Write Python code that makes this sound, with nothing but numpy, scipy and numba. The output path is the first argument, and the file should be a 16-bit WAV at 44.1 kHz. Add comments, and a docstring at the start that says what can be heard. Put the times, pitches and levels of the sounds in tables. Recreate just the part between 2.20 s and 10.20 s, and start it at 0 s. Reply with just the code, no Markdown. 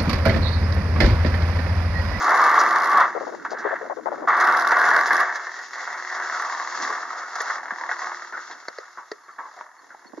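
"""Beside a shed a small concrete mixer turns, heard by a hand-held camera that swings round and walks off.
Twice the lifted load crashes through the steel drum: noise and clicks, pulsed by gear teeth, ring its modes.
Bright noise makes the sliding mix, stones and scrapes; low noise on each port makes wind rumble and puffs.
Towards the end come small hollow knocks, gravel crunches of banded noise, a faint electrical hum and a bird
close by, whose chirps are drooping sines. A dull echo and hiss lie under it all."""
import sys
import numpy as np
from scipy import signal
from scipy.fft import rfft, irfft, next_fast_len
from scipy.io import wavfile
from scipy.ndimage import uniform_filter1d, map_coordinates
from numba import njit

SR = 44100
rng = np.random.default_rng(int(sys.argv[2]) if len(sys.argv) > 2 else 0)


def persist_wave(psi):
    """Save psi, clipped to +-1, as 16-bit WAV."""
    counts = np.round(np.clip(psi, -1, 1) * 32767).astype(np.int16)
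    wavfile.write(sys.argv[1], SR, np.atleast_2d(counts).T)


N = 352800
TIME = np.arange(N) / SR
SIZE = next_fast_len(N + 8192)

# what struck steel at the gear rings with: (frequency [Hz], width [Hz], level in the clank [dB])
GEAR_MODES = [(980, 25, 4), (1796, 350, 17.5)]


def undb(db):
    """Amplitude of a level in dB."""
    return 10 ** (np.asarray(db) / 20)


def curve(table):
    """Columns of a table as signals, interpolated over its times."""
    s, *columns = np.transpose(table)
    return [np.interp(TIME, s, c) for c in columns]


def camera_response(size=SIZE):
    """Causal response of the microphones in their housing, from the cepstrum of the log gain."""
    # broad tone of the camera: (frequency [Hz], gain [dB])
    tone_curve = [(40, -66), (330, -13.5), (1030, -6), (1890, -8), (2180, -15.5), (2410, -27),
                  (2720, -31.5), (5360, -25), (7000, -26), (8090, -52), (11400, -42.5), (13100, -68)]
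    # dips cut by the housing: (frequency [Hz], width [Hz], depth [dB])
    housing_dips = [(2412, 115, -17), (3035, 115, -15.5), (8090, 640, -14)]
    hz = np.maximum(np.fft.rfftfreq(8192, 1 / SR), 1)
    curve_hz, curve_db = np.array(tone_curve).T
    db = np.interp(np.log(hz), np.log(curve_hz), curve_db)
    db = db + sum(d * np.exp(-((hz - f) / w) ** 2) for f, w, d in housing_dips)
    cep = irfft(np.log(undb(np.maximum(db, -110))))
    # fold the cepstrum onto positive time: minimum phase
    cep[1:4096] *= 2
    cep[4097:] = 0
    return rfft(irfft(np.exp(rfft(cep))), size)


def mic_gain(hz):
    """Gain of the camera at one frequency."""
    return np.abs(camera_response()[int(hz * SIZE / SR)])


def heard(x, lo_hz, hi_hz, peak=False):
    """Scale so that the band has unit rms (or unit peak) behind the microphone."""
    size = next_fast_len(len(x) + 8192)
    hz = np.fft.rfftfreq(size, 1 / SR)
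    in_band = (hz > lo_hz) & (hz < hi_hz)
    y = irfft(rfft(x, size) * camera_response(size) * in_band, size)[:len(x)]
    return x / (np.abs(y).max() if peak else y.std())


@njit
def svf(x, hz, width):
    """State-variable band-pass with a moving centre, gain 1 there."""
    y, b, l = np.empty(len(x)), 0., 0.
    for i in range(len(x)):
        g, k = np.tan(np.pi * hz[i] / SR), width / hz[i]
        v = (b + g * (x[i] - l)) / (1 + g * (g + k))
        b, l, y[i] = 2 * v - b, l + 2 * g * v, k * v
    return y


def band(x, hz, width_hz):
    """One resonance, at a fixed or moving frequency."""
    return svf(x, np.zeros(len(x)) + hz, 1. * width_hz)


def cut(x, hz, kind):
    """Fourth-order Butterworth filter."""
    return signal.sosfilt(signal.butter(4, hz, kind, fs=SR, output="sos"), x)


def walk(rate):
    """Random levels held 1 / rate s and slewed twice; spread near 1."""
    k = int(SR / rate)
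    steps = np.repeat(rng.standard_normal(N // k + 1), k)
    return 1.93 * uniform_filter1d(uniform_filter1d(steps, k), k)[:N]


def grains(count, per_s, scatter_db):
    """Dense clicks of both signs, a few much larger than the rest."""
    struck = rng.random(count) < per_s / SR
    return struck * rng.standard_normal(count) * undb(scatter_db * rng.exponential(size=count))


def die_away(clicks, decay_s):
    """Give each click, made positive, an exponential fade."""
    return signal.lfilter([1], [1, -np.exp(-1 / (decay_s * SR))], np.abs(clicks))


def add(out, s, sound):
    """Lay a sound into the track at a time in seconds."""
    i = int(s * SR)
    out[..., i:i + sound.shape[-1]] += sound[..., :N - i]


def load():
    """Levels of drum, sliding mix and stones in dB: churn plus each crash with its attack, hold and fade."""
    # steady churn as the camera moves about: (time [s], drum level [dB], relative level of sliding mix [dB])
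    churn = [(0.9, -61, -50), (1.2, -45, -55.5), (1.45, -29.5, -59.5), (1.62, -35.5, -55.5),
             (1.76, -45.5, -58), (2.07, -41, -57.5), (3.1, -30, -45), (3.48, -36.5, -42.5),
             (3.8, -29.5, -43), (4.4, -28, -39), (4.5, -31.5, -40), (4.65, -26.5, -36), (4.95, -33.5, -48),
             (5.3, -29.5, -38.5), (5.42, -34, -48.5), (5.9, -31.5, -45), (6.1, -39.5, -47.5),
             (6.45, -43.5, -50), (7.0, -49.5, -60), (7.3, -45, -55), (7.6, -51.5, -64), (8, -48.5, -61.5)]
    # the lifted load crashes through the drum: (start [s], end [s], drum level [dB],
    # relative level of sliding mix at start [dB], at end [dB], relative level of stone strikes [dB])
    crashes = [(-.2, 0.816, -18.5, -33.5, -50.5, -57), (2.07, 3.014, -20, -51.5, -40, -57.5)]
    attack_s, stones_late_s = 0.007, 0.097
    # after a crash ends: a quick drop, then a steady fade
    fall_db, fade_db_per_s, stones_fade_db_per_s = -5, 64, 906
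    loose_stones_db = -38.5  # strikes between the crashes, against the sliding mix
    drum, slide = undb(curve(churn)) ** 2
    stones = slide * undb(loose_stones_db) ** 2
    for start, end, drum_db, first_db, last_db, stone_db in crashes:
        after = np.maximum(TIME - end, 0)
        on = np.clip((TIME - start) / attack_s, 0, 1)
        fade_db = fall_db * np.minimum(after / 0.048, 1) - fade_db_per_s * after
        slide_db = np.interp(TIME, [start, end], [first_db, last_db])
        drum = drum + (on * undb(drum_db + fade_db)) ** 2
        slide = slide + (on * undb(slide_db + fade_db)) ** 2
        stone_fade_db = stone_db - stones_fade_db_per_s * after
        stones = stones + (TIME > start + stones_late_s) * undb(stone_fade_db) ** 2
    return 10 * np.log10([drum, slide, stones])


def gear_teeth(rebound):
    """Each tooth of the ring gear hits, then rebounds half a period later, harder under a crashing load."""
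    # ring gear speed: (time [s], average rate [teeth/s])
    tooth_rate = [(0, 40.7), (2.35, 40.9), (3.5, 41.8), (3.9, 40.3), (4.6, 39.5), (5.05, 39.5), (5.3, 40.2),
                  (5.65, 38.5), (6, 39.5)]
    shaft = 0.2 + np.cumsum(curve(tooth_rate)[0]) / SR
    turns = shaft + 0.015 * walk(25)
    tooth, phase = turns.astype(int), turns % 1
    size = rng.standard_normal((400, 3))[tooth].T  # each tooth's own hit, rebound and stone strength
    hit = undb(2.5 * size[0]) * np.exp(-phase / 0.26)
    bounce = undb(2.0 * size[1]) * np.exp(-((phase + .5) % 1) / 0.73)
    jolt = hit + rebound * bounce
    jolt = uniform_filter1d(jolt, size=90) / jolt.mean()
    contact = undb(1.9 * size[0]) * np.diff(tooth, prepend=0)
    loosen = undb(6.3 * size[2]) * np.exp(-phase / 0.08)
    return shaft, jolt, contact, loosen


def shell(x, weight=0.069):
    """The steel drum: broad radiation plus its damped modes; weight sets how strongly the low end sounds."""
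    # modes of the drum: (frequency [Hz], width [Hz], relative level [dB])
    drum_modes = [(354, 97, -8.5), (735, 35, -4.5), (940, 31, -13), (1393, 1050, 3.5)]
    modes = sum(undb(db) * band(x, hz, w) for hz, w, db in drum_modes)
    ring = cut(x, 4140, "low") + undb(3) * modes
    return cut(ring, 450, "high") + weight * cut(ring, [130, 716], "band")


def drum_body(share, peak_hz, rebound, jolt, contact):
    """Tumbling lumps push the shell in time with the teeth; metal contacts clank and one mode sings."""
    lumps = undb(1.6 * walk(17))
    grit = rng.standard_normal(N) + 1.28 * grains(N, 1500, 1.8)
    push = (1 - share + share * jolt) * lumps * grit
    # the clean metal contact at the start of each tooth
    clank = 55 * share ** 2 * contact * undb(0.29 * walk(12.0))
    ring = sum(undb(db) * band(clank, hz, w) for hz, w, db in GEAR_MODES)
    # a narrow mode sings, wavering in pitch, most under a crashing load
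    bell_hz = 1176 * (1 + 0.0036 * walk(4.96))
    bell = rebound ** 2 * undb(19) * band(push, bell_hz, 24)
    push = push + .5 * clank
    loudest = 2.2 * band(band(push, peak_hz, 400), peak_hz, 400)
    body = shell(push, .3 + .5 * rebound) + loudest
    return heard(body + ring + bell, 900, 2200)


def gear_hum(shaft):
    """Sines locked to multiples of the average tooth rate, each wandering in level."""
    # {multiple of the tooth rate: relative level [dB]}
    hum_levels = {2: -58, 7: -50.5, 9: -34.5}
    hum = 0
    for multiple, db in hum_levels.items():
        tone = heard(np.sin(2 * np.pi * multiple * shaft), 0, SR)
        hum = hum + undb(db + 2.9 * walk(7.2)) * tone
    return hum


def mix_and_stones(slide_db, stone_db, share, jolt, loosen):
    """Wet mix slides as flickering hiss; stones tick brightly: rows are direct sound, then each port alone."""
    flicker_db = 0.6 * walk(12) + 1.5 * walk(40)
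    slide = undb(flicker_db) * (1 - .5 * share + .5 * share * jolt)
    # a tooth jolts stones loose; others strike at random; each random strike is a tick of a few ms
    strike = loosen + 1.07 * die_away(grains(N, 200, 1.05), 0.0014) + 0.097
    rows = []
    for slide_share, stone_share in ((0.57, 0.69), (0.59, 0.54), (0.4, 0.83)):
        sliding = heard(slide * cut(rng.standard_normal(N), [2400, 8200], "band"), 3200, 7000)
        tick = strike * rng.standard_normal(N)
        bright = cut(tick, 7460, "high") + 0.51 * cut(tick, 2100, "high") + 0.11 * tick
        stones = heard(bright, 11405, 14000)
        rows.append(slide_share * undb(slide_db) * sliding + stone_share * undb(stone_db) * stones)
    return rows


def mixer():
    """Load and gear teeth shake the drum, mix slides, stones strike: direct sound, then each port's own."""
    # (time [s], share of the drum sound that pulses with the teeth [0-1], loudest drum resonance [Hz])
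    gear_grip = [(0, 0.2, 1250), (0.9, 0.34, 1240), (1.5, 0.34, 1705), (2.06, 0.33, 1306), (3.8, 0.4, 2030),
                 (4.3, 0.5, 1120), (5.3, 0.25, 1420), (5.42, 0.53, 990), (5.95, 0.49, 1230),
                 (6.2, 0.33, 1490), (8, 0.38, 990)]
    share, peak_hz = curve(gear_grip)
    share = np.clip(share, 0, 1)
    drum_db, slide_db, stone_db = load()
    rebound = np.clip((drum_db + 41.0) / 25, 0, 1)  # grows with the load
    shaft, jolt, contact, loosen = gear_teeth(rebound)
    body = drum_body(share, peak_hz, rebound, jolt, contact)
    rows = mix_and_stones(slide_db, stone_db, share, jolt, loosen)
    rows[0] = rows[0] + undb(drum_db) * (body + share / share.mean() * gear_hum(shaft))
    return np.array(rows)


def wind_and_thump():
    """Turbulence differs between the two ports: a low rumble and short puffs; one soft thump is made alike."""
    # wind rumble: (time [s], level [dB])
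    rumble_level = [(0, -43.5), (2.9, -44), (3.15, -62), (4.5, -57.5), (4.65, -39.5), (5, -60),
                    (6.4, -59.5), (6.6, -76), (7.82, -66), (7.9, -52.5)]
    # wind puffs, and at 5.518 s one low soft thump that is not wind:
    # (time [s], peak midway between the ports [dB], centre [Hz], left minus right [dB])
    puffs_and_thump = [(0.949, -21.5, 480, 15), (1.008, -25.5, 517, 15.5), (1.066, -26, 520, 15),
                       (1.119, -31.5, 460, 18), (1.315, -23, 546, 15), (1.447, -18.5, 460, 13.5),
                       (1.507, -23.5, 604, 20), (1.611, -25.5, 465, 9), (1.647, -27, 606, 2),
                       (1.697, -19, 640, 7.5), (1.767, -28.5, 463, 17), (1.857, -16, 690, 11),
                       (1.916, -19.5, 530, 4), (1.975, -29, 507, 4), (2.02, -24, 550, 7),
                       (4.696, -32, 398, 12), (5.518, -38, 200, 0), (7.63, -50, 250, -8),
                       (7.85, -46, 203, -12), (7.933, -32.5, 222, -9), (7.975, -28, 296, -3)]
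    rumble = [undb(2.47 * walk(14)) * cut(n, 370, "low") for n in rng.standard_normal((2, N))]
    out = undb(curve(rumble_level)[0]) * np.array([heard(r, 100, 620) for r in rumble])
    t = TIME[:5000]
    for s, db, hz, pan_db in puffs_and_thump:
        length_s = .038 if hz > 305 else .012  # the deepest ones are brief thumps
        swell = np.minimum(t / 0.00028, 1) * np.clip((length_s - t) / 0.0052, 0, 1)
        # starts with a pop, then flutters
        flutter = die_away(grains(len(t), 180, 0.55), 0.00073)
        swell = swell * (0.86 + 0.76 * np.exp(-t / 0.0065) + flutter)
        same, own = rng.standard_normal(len(t)), rng.standard_normal((2, len(t)))
        for k, sign in enumerate((1, -1)):
            low_noise = swell * (same + own[k])
            low_noise = band(band(low_noise, hz, 0.38 * hz), hz, 2 * hz)
            add(out[k], s, undb(db + sign * pan_db / 2) * heard(low_noise, 85, 966, peak=True))
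    return out


def hiss():
    """Steady bright noise, separate on each port."""
    noise = [cut(rng.standard_normal(N), 8200, "high") for _ in range(2)]
    return undb(-75) * np.array([heard(n, 9000, 12500) for n in noise])


def echo(near):
    """Shed wall and ground return a short dull tail, different at each port."""
    t = TIME[:7000]
    fade = np.exp(-np.log(1000) * t / 0.12) * (t > .003)
    tails = rng.standard_normal((2, len(t))) * fade
    tails = tails / np.sqrt((tails ** 2).sum(1))[:, None]
    scatter = signal.fftconvolve(cut(near, 2200, "low")[None], tails, axes=1)
    return undb(-11.0) * scatter[:, :N]


def scrapes():
    """Grit drags briefly over steel: a gritty hiss that starts sharply and dies."""
    # short bright scrapes: (time [s], peak [dB], centre [Hz])
    scrape_list = [(0.389, -21, 5000), (1.305, -34.5, 4400), (1.385, -36.5, 5200), (2.857, -26.5, 5200),
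                   (3.531, -33.5, 4200), (4.62, -26, 5200), (5.786, -35, 5900), (5.859, -34, 5200),
                   (6.31, -35, 3600)]
    out, t = np.zeros(N), TIME[:5000]
    for s, db, hz in scrape_list:
        grit = (rng.standard_normal(len(t)) + grains(len(t), 1200, 3)) * np.exp(-(t / 0.03) ** 2)
        add(out, s, undb(db) * heard(band(grit, hz, 0.79 * hz), 2400, 7500, peak=True))
    return out


def hard_hits():
    """A lump or a gear tooth hits hard: a short noisy push rings the drum, with a crack on top."""
    # hard hits in the drum: (time [s], peak of the body [dB], treble minus body [dB])
    hit_list = [(0.811, -9, -34), (1.249, -15, -25), (1.555, -20, -23), (2.084, -10, -19.5),
                (2.207, -10.5, -14), (2.508, -12, -21), (2.519, -6.5, -22), (3.156, -16.5, -12.5),
                (3.675, -17.5, -25), (4.547, -20.5, -33), (4.725, -17.5, -14.5), (5.154, -19, -11),
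                (5.203, -17, -7.5), (5.3, -15.5, -21), (5.506, -17, -30), (5.691, -16, -36),
                (5.713, -12, -41), (5.916, -17.5, -32), (6.171, -22.5, -27)]
    out, t = np.zeros(N), TIME[:6000]
    for s, db, treble_db in hit_list:
        push = rng.standard_normal(len(t)) * np.exp(-t / 0.013) * np.minimum(t / 0.00052, 1)
        crack = cut(push * np.exp(-t / 0.038), 2880, "high")
        body = shell(push) + sum(2 * band(push, hz, w) for hz, w, _ in GEAR_MODES)
        body = heard(body, 700, 2200, peak=True)
        treble = undb(treble_db) * heard(crack, 3200, 7000, peak=True)
        add(out, s, undb(db) * (body + treble))
    return out


def ticks():
    """A lone stone clicks on the steel: a few ms of bright noise."""
    # (time [s], peak [dB])
    tick_list = [(4.2202, -43), (5.218, -35)]
    out, t = np.zeros(N), TIME[:900]
    for s, db in tick_list:
        click = rng.standard_normal(len(t)) * np.exp(-t / 0.0016)
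        add(out, s, undb(db) * heard(cut(click, 9100, "high"), 9300, 11300, peak=True))
    return out


def knocks():
    """A hollow object is knocked: a few ms of noise rings three damped modes."""
    # (time [s], peak [dB], extra level of the lowest mode [dB])
    knock_list = [(5.205, -25, 12), (6.482, -16.5, -5.5), (6.584, -21, 8), (6.915, -18.5, 3)]
    # modes of the object, lowest first: (frequency [Hz], relative level [dB], fade t60 [s])
    hollow_modes = [(435, -4.5, 0.03), (1920, -6, 0.012), (4560, -14, 0.005)]
    out, t = np.zeros(N), TIME[:9000]
    for s, db, low_db in knock_list:
        push = rng.standard_normal(len(t)) * np.exp(-t / 0.0033) * np.minimum(t / 0.0016, 1)
        ring = 0
        for hz, mode_db, t60 in hollow_modes:
            lift_db = low_db * (hz == hollow_modes[0][0])
            ring = ring + undb(mode_db + lift_db) / mic_gain(hz) * band(push, hz, 2.2 / t60)
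        add(out, s, undb(db) * heard(ring + 0.53 * push, 260, 6200, peak=True))
    return out


def gravel():
    """Gravel crunches: fading noise and clicks in a band that slides down, over a dull wash."""
    # (time [s], peak [dB], centre at the start [Hz], fade t60 of the grit [s])
    crunch_list = [(6.124, -24, 1440, 0.34), (6.297, -32.5, 784, 0.31), (6.773, -27, 1100, 0.23),
                   (7.082, -30.5, 1230, 0.2), (7.183, -23.5, 1070, 0.28), (7.253, -29.5, 1060, 0.19),
                   (7.364, -33.5, 720, 0.32), (7.41, -22, 980, 0.0082), (7.701, -35, 1470, 0.27),
                   (7.746, -31, 806, 0.023)]
    out, t = np.zeros(N), TIME[:9000]
    for s, db, hz, t60 in crunch_list:
        grit = (rng.standard_normal(len(t)) + grains(len(t), 1200, 3)) * np.exp(-np.log(1000) * t / t60)
        attack = np.minimum(t / (0.016 * t60), 1)
        crunch = band(grit, hz * (1 - 1.6 * t), 190) * attack + 0.21 * cut(grit, 3300, "low")
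        add(out, s, undb(db) * heard(crunch, 560, 2400, peak=True))
    return out


def electrical_hum():
    """A faint steady electrical hum by the shed: one sine that fades in."""
    # (start [s], frequency [Hz], level [dB])
    hum_setting = (6.4, 118.4, -89)
    s, hz, db = hum_setting
    return undb(db) * np.clip((TIME - s) / 0.17, 0, 1) * heard(np.sin(2 * np.pi * hz * TIME), 0, SR)


def bird():
    """Chirps: short sines with a 90 Hz tremolo, drooping in pitch at the end."""
    # (time [s], pitch at the start [Hz], level before tremolo [dB])
    chirp_list = [(7.03, 4330, -62), (7.11, 4460, -61), (7.578, 4400, -58), (7.86, 4400, -50.5)]
    out, t = np.zeros(N), TIME[TIME < .032]
    for s, hz, db in chirp_list:
        swell = np.sin(np.pi * t / t[-1])
        tremolo = 1 + 0.43 * np.sin(2 * np.pi * 90 * t + 2 * np.pi * rng.random())
        tone = swell * tremolo * np.sin(2 * np.pi * hz * t * (1 - 8 * t ** 2))
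        add(out, s, undb(db) * tone / mic_gain(hz))
    return out


def two_ports(near):
    """The two ports hear the sound a few samples apart at most, by the way the camera points."""
    # the camera turns: (time [s], lag of the left port [samples])
    bearing = [(3, 0.84), (3.8, -1), (6.3, -1.52), (6.8, -0.2)]
    lag, = curve(bearing)
    return np.array([map_coordinates(near, [np.arange(N) - sign * lag / 2], order=3) for sign in (1, -1)])


def scene():
    """Sum the sources, place them at the two ports and add echo, wind and hiss."""
    direct, *own = mixer()
    near = direct + scrapes() + hard_hits() + ticks() + knocks() + gravel() + electrical_hum() + bird()
    mix = two_ports(near) + np.array(own) + echo(near) + wind_and_thump() + hiss()
    # the hand shades the left port's top octave
    shade = 0.068
    mix[0] = np.convolve(mix[0], [shade, 1 - 2 * shade, shade], "same")
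    return mix


def record(dry):
    """The camera housing colours the sound, the loudest peaks are rounded and the top is cut."""
    coloured = irfft(rfft(dry, SIZE) * camera_response(), SIZE)[:, :N]
    rounded = np.tanh(coloured)
    return signal.sosfilt(signal.ellip(8, .2, 60, 13300, fs=SR, output="sos"), rounded)


dry = scene()
out = record(dry)
persist_wave(out)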